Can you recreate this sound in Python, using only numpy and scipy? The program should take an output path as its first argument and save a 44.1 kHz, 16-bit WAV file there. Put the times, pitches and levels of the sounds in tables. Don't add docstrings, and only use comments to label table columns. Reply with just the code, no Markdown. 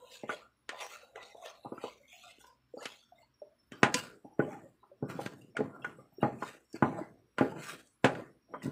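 import sys
import numpy as np
from scipy import signal
from scipy.fft import rfft, irfft, next_fast_len
from scipy.io import wavfile
from scipy.ndimage import uniform_filter1d, minimum_filter1d, map_coordinates

SR = 44100
rng = np.random.default_rng(int(sys.argv[2]) if len(sys.argv) > 2 else 0)


def master_out(mix):
    frames = np.transpose(np.atleast_2d(mix))
    ceiling = np.clip(frames, -1, 1)
    pcm = np.round(ceiling * 32767).astype(np.int16)
    wavfile.write(sys.argv[1], SR, pcm)


def magnitude_from_level(level_db):
    exponent = np.asarray(level_db, float) / 20
    return 10 ** exponent


N = 384111

# frequency in [Hz], level in [dB], t60 in [s].
WALL_MODES = [(818, -3.5, 0.34), (1010, -3.5, 0.21), (1190, -5, 0.32), (1377, -3, 0.16), (1450, 0.5, 0.22),
              (1622, -9.5, 0.23), (1820, -7.5, 0.11), (2070, -17.5, 0.18), (2373, -20, 0.16),
              (2960, -19, 0.12), (3890, -19.5, 0.13), (4800, -11.5, 0.12), (5500, -19, 0.088),
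              (5800, -20.5, 0.08)]
# frequency in [Hz], level in [dB], t60 in [s].
BELLY_MODES = [(140.8, -2, 0.14), (229, -8, 0.4), (263.2, 3, 0.2), (327.5, -0.5, 0.13), (425.9, -2, 0.1),
               (489.3, -8, 0.11), (600, -4, .1), (668.4, -9.5, 0.05)]
# frequency in [Hz], t60 in [s].
RATTLE_DECAY = [(100, 0.89), (500, 0.24), (2000, 0.16), (8000, 0.1)]
# frequency in [Hz], t60 in [s].
KITCHEN_DECAY = [(100, 1), (1000, 0.091), (8000, 0.2)]
# frequency in [Hz], level in [dB].
BLOW_COLOUR = [(80, 1), (250, -0.5), (1500, 8.5), (4000, 3), (9000, -8.5), (16000, -46)]
# frequency in [Hz], density in [dB per Hz].
SPOON_COLOUR = [(120, -43), (200, -36.5), (340, -19.5), (519, 4), (696, -1), (1370, -3.5), (1590, -12.5),
                (1940, -8), (3690, -10), (4950, -20.5), (7010, -17.5), (16000, -42.5)]
# frequency in [Hz], density in [dB per Hz].
PADDLE_COLOUR = [(59, -34), (100, 6.5), (608, -3), (752, -4.5), (818, -6), (1650, -7.5), (3540, -20.5),
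                 (7770, -8), (16000, -32)]
# frequency in [Hz], density in [dB per Hz].
BURNER_COLOUR = [(24, -49), (40, -11.5), (209, -4.5), (503, -8), (810, -13.5), (1020, -1.5), (2980, -11),
                 (4930, -15), (14500, -58), (16000, -38)]
# frequency in [Hz], density in [dB per Hz].
LEAK_COLOUR = [(15, -55.5), (35, -22), (65, 3), (82, -14), (125, 1.5), (160, -15), (217, -3), (330, -8.5),
               (480, -20), (1890, -25.5), (4490, -36.5), (7000, -38), (11000, -38), (16000, -45.5)]
# start in [s], length in [s], frequency in [Hz], level in [dB].
INSECT_PIECES = [(1.04, .12, 5340, -100), (2.4, 0.31, 5350, -78.5), (2.75, 0.38, 5500, -81),
                 (3.34, 0.12, 5560, -79), (3.58, 0.073, 5340, -78), (4.22, 0.061, 5710, -86.5),
                 (4.33, 0.068, 5700, -82.5), (4.46, 0.1, 5570, -82), (5.05, 0.34, 5420, -75.5),
                 (5.75, 0.18, 5500, -96.5), (5.98, 0.18, 5470, -85), (6.145, 0.08, 5530, -75.5),
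                 (5.82, 0.059, 5210, -76), (5.5, 0.061, 5450, -85), (3.05, 0.15, 5500, -84),
                 (6.65, 0.089, 5500, -77.5), (7.18, 0.43, 5600, -86), (8.42, 0.16, 5580, -79),
                 (.56, 0.136, 10700, -88), (1.6, 0.24, 10650, -80), (3.5, 0.17, 10650, -92),
                 (4.25, 0.14, 10930, -92.5), (7.2, .18, 10880, -96.5), (7.85, 0.3, 10500, -80),
                 (8.3, .25, 10700, -92)]
# frequency in [Hz], width in [Hz], level in [dB].
INSECT_WHINE = [(5500, 130, -97), (10650, 70, -102)]
# start in [s], end in [s], from in [Hz], to in [Hz], level in [dB].
SQUEAKS = [
    (3.655, 3.73, 13150, 13550, -89),
    (3.77, 3.835, 14200, 15050, -84),
    (6.095, 6.125, 12900, 13300, -92),
    (6.128, 6.156, 13800, 14350, -83),
    (6.155, 6.2, 14500, 15300, -82),
    (6.185, 6.275, 15200, 15350, -84),
]
# start in [s],
# length in [s], frequency in [Hz], level in [dB].
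MURMURS = [(0, 0.44, 503, -54), (0, 0.19, 990, -60.5), (.07, 0.17, 2650, -72), (.07, 0.088, 3800, -61),
           (1.01, 0.34, 537, -62.5), (1.16, 0.15, 2010, -53.5), (1.35, .19, 700, -54),
           (2.0, 0.05, 558, -61.5), (2.03, 0.091, 2170, -68), (2.08, 0.27, 3350, -60),
           (2.13, 0.19, 716, -57), (2.4, 0.069, 1480, -74), (2.44, 0.073, 988, -56.5),
           (3.135, 0.07, 670, -65), (3.15, 0.012, 3670, -70.5), (3.21, 0.027, 4380, -72),
           (3.22, 0.032, 2840, -81), (3.23, 0.017, 940, -67), (3.435, 0.12, 614, -61),
           (4.25, 0.087, 823, -58), (4.83, 0.018, 1010, -61), (4.82, 0.13, 376, -66),
           (5.75, 0.12, 1362, -62.5), (6.93, .09, 818, -49), (7.52, 0.043, 851, -45.5),
           (3.72, .02, 1600, -60), (3.72, .03, 3100, -60), (3.72, .06, 4660, -71),
           (8.535, 0.084, 3150, -69), (2.775, .05, 4720, -63), (2.8, 0.059, 2950, -61),
           (7.84, 0.065, 8200, -70), (.293, .02, 6160, -60), (8.62, 0.035, 1965, -53),
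           (2.785, .06, 6850, -66), (3.42, 0.042, 430, -62), (4.49, .1, 814, -49), (5.025, .07, 1480, -60),
           (4.6, 0.054, 1840, -67), (5.55, 0.016, 660, -47), (5.555, 0.015, 2300, -55),
           (5.82, 0.03, 2750, -58), (5.82, .025, 3200, -64), (5.965, .01, 8000, -70.5),
           (7.012, .012, 2050, -52), (6.205, 0.015, 2800, -56.5), (6.21, .012, 3800, -68),
           (6.73, .07, 1700, -63), (4.8, .02, 3850, -84), (4.39, 0.066, 3000, -66), (3.72, .1, 5500, -71),
           (5.57, 0.032, 3300, -71), (6.97, 0.05, 4000, -76), (4.63, .066, 570, -61),
           (2.2, 0.14, 3200, -75), (1.42, .13, 1080, -57), (1.2, .27, 3800, -61), (1.16, .15, 2500, -67)]
# time in [s], strength in [dB], struck spot in [Hz], weight in [dB], hardness in [dB].
TAPS = [(0.235, -28.5, 410, -11, -24), (0.293, -24.5, 1450, -15.5, -13.5), (0.692, -30, 1780, -22.5, -2),
        (1.158, -35.5, 470, -29, -6), (1.229, -51.5, 1330, -8, 1.5), (1.348, -38, 620, -24, -45),
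        (1.648, -34, 590, -19, -27), (1.658, -33.5, 925, -7, -47), (1.72, -30.5, 375, -6.5, -47),
        (1.779, -43, 1320, -2, -22), (1.839, -26.5, 505, -15.5, -46), (2.384, -56.5, 398, 0, -2.5),
        (2.407, -49.5, 1430, -30, -7), (2.444, -48, 990, -32, -4), (2.467, -59, 1030, -23, -8.5),
        (2.77, -32, 523, -14.5, -35), (2.856, -30.5, 1400, -16, -1), (3.421, -47.5, 455, -8.5, -36),
        (.808, -42, 900, -20, 0), (2.92, -51, 700, -14, -7)]
# time in [s], strength in [dB],
# struck spot in [Hz], weight in [dB], hardness in [dB].
THUDS = [(3.72, -41.5, 390, 0, -3), (3.831, -9, 774, -7.5, -6), (3.943, -29, 950, -2, 6.5),
         (4.393, -14.5, 447.4, -6, -23.5), (5.025, -27, 413, 0, -60), (5.568, -24.5, 1540, -41.5, -7),
         (5.59, -26.5, 468, -4, -35), (5.604, -19.5, 455, -6.5, -25), (6.229, -12.5, 680, -8, -23),
         (6.729, -70, 1300, -11, 11.5), (6.743, -38.5, 426, -1, -27), (6.824, -13, 760, -3, -16.5),
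         (7.384, -21, 1070, -14.5, -8), (7.409, -14, 374.4, -4, -19), (8.043, -11, 620, -6.5, -17),
         (8.045, -16, 1530, -21, -5), (8.538, -28, 1110, -37, -24), (8.656, -44, 444, 15.5, -40),
         (8.678, -40.5, 480, 12, -28)]
# time in [s], strength in [dB], struck spot in [Hz],
# weight in [dB], hardness in [dB].
CATCHES = [(4.248, -41.5, 700, -2.5, -33.5), (4.531, -44.5, 1680, -24.5, -7),
           (4.836, -48, 1030, -14.5, -22), (5.19, -25.5, 570, -19.5, -24.5),
           (5.261, -31.5, 625, -0.5, -3.5), (5.846, -27, 1500, -34, -9), (6.423, -22.5, 1014, -15.5, -19.5),
           (6.569, -57, 1500, -15, 0), (8.151, -36, 1490, -9, -6.5), (7.752, -49.5, 1280, 0, -2.5),
           (7.872, -73.5, 1300, -10, 10.5), (8.621, -45, 1070, -31, -5.5)]
# peak in [s], rise in [s], fall in [s], pressure in [dB], dryness in [dB].
SCRAPES = [(0.0, .02, 0.4, -61.5, -14), (.16, 0.26, 0.15, -70.5, 15.5), (.32, 0.095, 0.16, -44, -3.5),
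           (.72, 0.048, 0.45, -49, -14), (.815, 0.068, 0.14, -46.5, 4.5), (.94, 0.18, 0.18, -62.5, 8.5),
           (1.17, 0.044, 0.24, -48, -17.5), (1.3, 0.32, 0.12, -72, 11.5), (1.45, 0.13, 0.22, -53, 2),
           (1.68, 0.16, 0.13, -57.5, -7.5), (1.85, 0.14, 0.15, -50.5, 1), (2.17, 0.27, 0.24, -70, 13.5),
           (2.29, .13, .13, -69, 9.5), (2.4, 0.021, .1, -79.5, 21), (2.47, 0.034, 0.078, -80, 18.5),
           (2.82, .07, .16, -54, -12), (2.855, 0.15, 0.23, -57, 7), (3.22, 0.18, 0.043, -74, 6)]
# peak in [s], rise in [s], fall in [s], pressure in [dB], dryness in [dB].
SWEEPS = [(3.725, .03, .2, -53, -8), (3.85, 0.063, 0.51, -43.5, -8), (3.97, 0.05, 0.1, -40, 7.5),
          (4.02, 0.11, 0.21, -53, 4), (4.41, 0.048, 0.3, -44.5, -13.5), (4.49, .16, .38, -50, -4),
          (5.04, 0.048, 0.65, -51.5, -33), (5.1, .039, .12, -41, -1), (5.39, 0.043, 0.14, -66, 7.5),
          (5.215, 0.052, 0.13, -52, 8), (5.26, 0.11, 0.18, -47.5, 0), (5.58, 0.028, 0.44, -42, -14.5),
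          (5.86, .2, .45, -54, -4), (6.23, 0.05, 0.21, -38, -12), (6.47, .22, .2, -46, 2),
          (6.76, 0.076, 0.078, -48.5, 1), (6.86, 0.083, 0.5, -44, -9.5), (7.01, 0.23, 0.097, -47, -10),
          (7.4, 0.041, 0.41, -40.5, -7), (7.56, 0.19, 0.33, -49.5, -13), (7.64, 0.08, 0.24, -58.5, 15),
          (7.69, 0.098, 0.16, -58, 14), (8.06, 0.053, 0.28, -47, -1.5), (8.17, 0.11, 0.2, -43.5, -10.5),
          (8.55, 0.12, 0.15, -51, -10.5), (8.63, 0.017, 0.15, -74, 23.5), (8.655, 0.084, 0.44, -48, -28)]
# time in [s], peak in [dB], frequency in
# [Hz], t60 in [s].
PLOPS = [(2.741, -48, 303, 0.063), (2.74, -35.5, 488, 0.065), (3.123, -47, 705, 0.07),
         (3.42, -35.5, 587, 0.07), (4.245, -48, 301, 0.14), (4.481, -33, 600, 0.072),
         (4.917, -46, 558, 0.083), (5.987, -46, 517, 0.061), (6.185, -36.5, 374, 0.037),
         (6.742, -36.5, 323, 0.075), (6.987, -30.5, 606, 0.062), (7.014, -29.5, 318, 0.041),
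         (8.194, -38, 546, 0.066)]
# time in [s], peak in [dB], frequency in [Hz], t60 in
# [s].
CHINKS = [(3.943, -34, 4650, 0.035), (3.967, -37.5, 4650, 0.046), (3.997, -40, 4650, .04),
          (3.945, -31, 2890, .08), (3.947, -33, 2400, .08), (3.946, -30, 990, .12), (3.95, -31, 490, .12),
          (4, -39, 2800, .07), (6.213, -62, 11200, .03), (6.213, -62, 9800, .03), (.328, -41, 1400, .1),
          (2.858, -38, 3000, .05), (5.262, -36, 1580, .06), (7.385, -35, 2800, .04), (7.41, -26, 815, .12),
          (6.826, -29, 1450, .07), (6.231, -30, 1190, .07), (8.046, -24, 1450, .05), (1.84, -36, 1190, .04),
          (2.79, -48, 1300, .08), (2.81, -48, 1700, .08), (3.955, -26, 260, .045), (3.943, -30, 6580, .05),
          (4.403, -24, 1450, 0.052), (5.846, -36, 1500, .05), (1.781, -35.5, 1320, 0.039)]


def unit(x):
    return x / np.sqrt(np.mean(x ** 2) + 1e-20)


def along(points, hz):
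    f, value = np.transpose(points)
    return np.interp(np.log(hz + 1), np.log(f + 1), value)


def wobble(rate, size=N):
    knots = rng.standard_normal(int(N * rate / SR) + 4)
    return map_coordinates(knots, [np.arange(size) * rate / SR])


def filtered(x, response):
    m = next_fast_len(x.shape[-1] + 4096)
    spectrum = rfft(x, m) * response(np.fft.rfftfreq(m, 1 / SR))
    return irfft(spectrum, m)[..., :x.shape[-1]]


def split(x, edges_hz):
    pairs = zip(edges_hz[:-1], edges_hz[1:])
    return [signal.sosfilt(signal.butter(4, p, "bandpass", fs=SR, output="sos"), x) for p in pairs]


def patchy(spectrum, depth_db, clump_db=-0.5):
    z = signal.stft(rng.standard_normal(N), nperseg=512)[2]

    def field(bins, frames):
        rough = uniform_filter1d(rng.standard_normal(z.shape), size=bins, axis=0)
        return unit(uniform_filter1d(rough, size=frames, axis=1))

    deeper_up = np.linspace(1, 2.2, len(z))[:, None]
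    gain_db = depth_db * deeper_up * field(2, 18) + clump_db * field(6, 9)
    x = signal.istft(z * magnitude_from_level(gain_db), nperseg=512)[1][:N]
    return filtered(x, lambda hz: magnitude_from_level(along(spectrum, hz)))


def slivers(rows, width_hz, spread, sag_db):
    out = np.zeros(N + SR)
    for start, length, hz, db in rows:
        t = np.arange(round(min(length + .2, .7) * SR)) / SR
        noise = rng.standard_normal(SR * 3 // 4)[:len(t)]
        strip = filtered(noise, lambda f: np.exp(-((f - hz) / (width_hz + spread * hz)) ** 2))
        flutter = magnitude_from_level(4.3 * wobble(36, size=len(t)))
        opening = 1 - np.exp(-t / 0.00045)
        gate = opening * magnitude_from_level(-300 * np.clip(t - length, 0, 1) - sag_db * t)
        out[round(max(start, 0) * SR):][:len(t)] += magnitude_from_level(db) * gate * unit(strip * flutter)
    return out[:N]


def burner():
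    return magnitude_from_level(-64) * unit(patchy(BURNER_COLOUR, depth_db=1.2))


def squeaks():
    out, t = np.zeros(N), np.arange(N) / SR
    for start, end, from_hz, to_hz, db in SQUEAKS:
        u = np.clip((t - start) / (end - start), 0, 1)
        pitch = from_hz + (to_hz - from_hz) * u ** .75
        swell = magnitude_from_level(db + 3 * wobble(60)) * np.sin(np.pi * u)
        out += swell * np.sin(2 * np.pi * np.cumsum(pitch) / SR)
    return out


def outside():
    out = magnitude_from_level(-76) * unit(patchy(LEAK_COLOUR, depth_db=-1.5))
    out += slivers(INSECT_PIECES, width_hz=19, spread=0.0066, sag_db=25)
    for hz, width_hz, db in INSECT_WHINE:
        line = filtered(rng.standard_normal(N), lambda f: np.exp(-((f - hz) / width_hz) ** 2))
        out += magnitude_from_level(db + 5.1 * wobble(16.0)) * unit(line)
    return out + squeaks()


def murmurs():
    return slivers(MURMURS, width_hz=42, spread=0.03, sag_db=58.5)


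def strokes(rows, fizz_db, bass_db):
    peak_s, rise_s, fall_s, pressure_db, dry_db = np.transpose(rows)[..., None]
    t = np.arange(0, N + 64, 64) / SR
    fade_db = 33.5
    shape_db = pressure_db - fade_db * np.maximum((peak_s - t) / rise_s, (t - peak_s) / fall_s)
    bass = bass_db - 0.5 * dry_db
    low_rasp = 0.74 * dry_db - 3
    high_rasp = 1.16 * dry_db - 5
    fizz = 1.3 * dry_db + fizz_db
    layers = bass, -2, low_rasp, high_rasp, fizz
    return [np.interp(np.arange(N) / SR, t, np.sum(magnitude_from_level(shape_db + db), axis=0)) for db in layers]


def drag():
    grains = magnitude_from_level(1.8 * wobble(45) + 2.3 * wobble(400))
    steel = patchy(SPOON_COLOUR, depth_db=3.5, clump_db=3.5)
    wood = patchy(PADDLE_COLOUR, depth_db=2.6, clump_db=2)
    tool = np.where(np.arange(N) < 3.6 * SR, steel, wood)

    def sings(f):
        modes = BELLY_MODES[2:] + WALL_MODES[:8]
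        return 1 + magnitude_from_level(2.5) * sum(np.exp(-((f / hz - 1) / 0.018) ** 2) for hz, _, _ in modes)

    bands = split(filtered(grains * tool, sings), [112, 350, 1200, 2500, 4500, 19000])
    spoon = strokes(SCRAPES, fizz_db=-3, bass_db=-5)
    paddle = strokes(SWEEPS, fizz_db=-16, bass_db=-10)
    rest = magnitude_from_level(-81 + np.array([0, 0, -3, -4, -11.5]))
    return sum((a + b + c) * unit(band) for a, b, c, band in zip(spoon, paddle, rest, bands))


def dying(decays, colour, shape):
    hz, t, z = signal.stft(rng.standard_normal(shape), SR, nperseg=128)
    t60 = np.clip(along(decays, hz), .005, 5)[:, None]
    gain_db = along(colour, hz)[:, None] - 60 * t / t60
    return signal.istft(z * magnitude_from_level(gain_db), SR, nperseg=128)[1][:, :shape[1]]


def ringing(count, t):
    modes = BELLY_MODES + WALL_MODES
    luck = rng.standard_normal((count, len(modes), 2))
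    out = np.zeros((count, len(t)))
    for k, (hz, db, t60) in enumerate(modes):
        level = magnitude_from_level(db + 4 * luck[:, k, :1])
        pitch = hz * (1 + 0.0076 * luck[:, k, 1:])
        out += level * magnitude_from_level(-60 * t / (0.71 * t60)) * np.sin(2 * np.pi * pitch * t)
    return out


def blows(t, touch_db, hard_db):
    shape = len(hard_db), len(t)
    push = 30 * np.exp(-t / 0.0003)
    rattle = 2.55 * dying(RATTLE_DECAY, BLOW_COLOUR, shape) + 2.9 * dying([(1000, 0.024)], BLOW_COLOUR, shape)
    onset_s = 0.00041 + 0.00004 * np.clip(-hard_db, 0, 40)
    damping_db = 26 * np.clip(-16 - touch_db, 0, 22)
    blow = (push + ringing(len(hard_db), t) + rattle) * (1 - np.exp(-t / onset_s)) * magnitude_from_level(-damping_db * t)
    blow *= 0.5 + 0.5 * np.exp(-t / 0.003)
    return blow + magnitude_from_level(-8) * dying(KITCHEN_DECAY, BLOW_COLOUR, shape) * (1 - np.exp(-t / 0.0075))


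def hits():
    contacts = TAPS + THUDS + CATCHES
    s, knock_db, knock_hz, weight_db, hard_db = np.transpose(contacts)[..., None]
    thump_db, clack_db = knock_db + weight_db, knock_db + hard_db
    tick_db = knock_db + 2.23 * hard_db - 4.5
    size = SR // 4
    t = np.arange(size) / SR
    blow = blows(t, np.maximum(knock_db, thump_db), hard_db)
    shake = split(blow, [22, 60])[0]
    thump, knock, clack, tick = split(blow, [112, 400, 1500, 4000, 19000])

    def light(f):
        bass_loss_db = 0.41 * np.clip(-23.5 - thump_db, 0, 30) / (1 + (f / 220) ** 4)
        return magnitude_from_level(along([(300, -0.5), (420, -4.0)], f) - bass_loss_db)

    def spot(f):
        softness = 0.026 * np.clip(-hard_db, 0, 40)
        broad = 0.43 / (0.5 + softness * (f / knock_hz / 1.6) ** 4)
        width = 1j * f * 450
        return broad + (width / (knock_hz ** 2 - f * f + width)) ** 2

    def hollow(f):
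        under_db = np.clip(6 - .7 * hard_db, 0, 20) / (1 + (f / 6000) ** 12) / (1 + (3300 / (f + 1)) ** 12)
        gap_db = np.clip(3 + hard_db, 0, 12) * np.exp(-((f - 3850) / 600) ** 2)
        dull_db = np.clip(7 - .7 * hard_db, 0, 30) / (1 + (10500 / (f + 1)) ** 6)
        return magnitude_from_level(-under_db - gap_db - dull_db)

    def soft(f):
        slope_db = np.clip(0.72 * (tick_db - knock_db) + 10.0, -12, 6)
        return magnitude_from_level(slope_db * np.log2(np.clip(f, 1000, 6000) / 2400)) * hollow(f)

    layers = [(thump_db - 41, shake),
              (thump_db + 2.5, filtered(thump, light)),
              (knock_db - 2.5, filtered(knock, spot)),
              (clack_db + 4.0, filtered(clack, soft)),
              (tick_db + 4.0, filtered(tick, hollow))]
    rows = sum(magnitude_from_level(db) * band / np.abs(band).max(axis=1)[:, None] for db, band in layers)
    rows *= np.clip((size / SR - t) / .05, 0, 1) ** 2
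    out = np.zeros(N + size)
    for start, row in zip(s[:, 0], rows):
        out[round((start - .0005) * SR):][:size] += row
    return out[:N]


def plops_and_chinks():
    out, t = np.zeros(N + SR), np.arange(SR // 5) / SR
    for s, db, hz, t60 in PLOPS + CHINKS:
        pitch = hz * (1 + 0.034 * (1 - np.exp(-t / 0.016)))
        swell = (1 - np.exp(-t * hz / 600 / 0.001)) ** 2 * magnitude_from_level(-60 * t / t60)
        tone = np.sin(2 * np.pi * np.cumsum(pitch) / SR)
        out[round((s - .002) * SR):][:len(t)] += magnitude_from_level(db - 1) * swell / swell.max() * tone
    return out[:N]


def suppress(x, background, over_db, soft_db, depth_db, release_db):
    t, (z, usual) = signal.stft([x + background, background], SR, nperseg=512, noverlap=384)[1:]
    power = uniform_filter1d(uniform_filter1d(np.abs(z) ** 2, size=2, axis=0), size=5, axis=1)
    floor = np.mean(np.abs(usual) ** 2, axis=1)[:, None]
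    rise_db = 10 * np.log10(np.abs(power) / floor + 1e-9)
    gain_db = -depth_db / (2 + np.exp(np.clip((rise_db - over_db) / soft_db, -30, 30)))
    gain_db = -minimum_filter1d(-gain_db, size=21, axis=1, origin=10)
    gain_db = np.maximum.accumulate(gain_db + release_db * t, axis=1) - release_db * t
    return signal.istft(z * magnitude_from_level(gain_db), SR, nperseg=512, noverlap=384)[1][:N]


def scene():
    close = drag() + hits() + plops_and_chinks()
    pan = suppress(close, burner(), over_db=9.5, soft_db=.9, depth_db=36, release_db=340)
    return (pan + murmurs() + outside())[None]


def roll_off(x):
    return signal.sosfilt(signal.butter(12, 16540, fs=SR, output="sos"), x)


def record(dry):
    def microphone(hz):
        stop_db = 28 * np.clip((hz - 15650) / 250 + .5, 0, 1)
        return magnitude_from_level(along([(10000, -1), (12000, 2), (14500, 8)], hz) - stop_db)

    return roll_off(filtered(dry, microphone))


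dry = scene()
out = record(dry)
master_out(out)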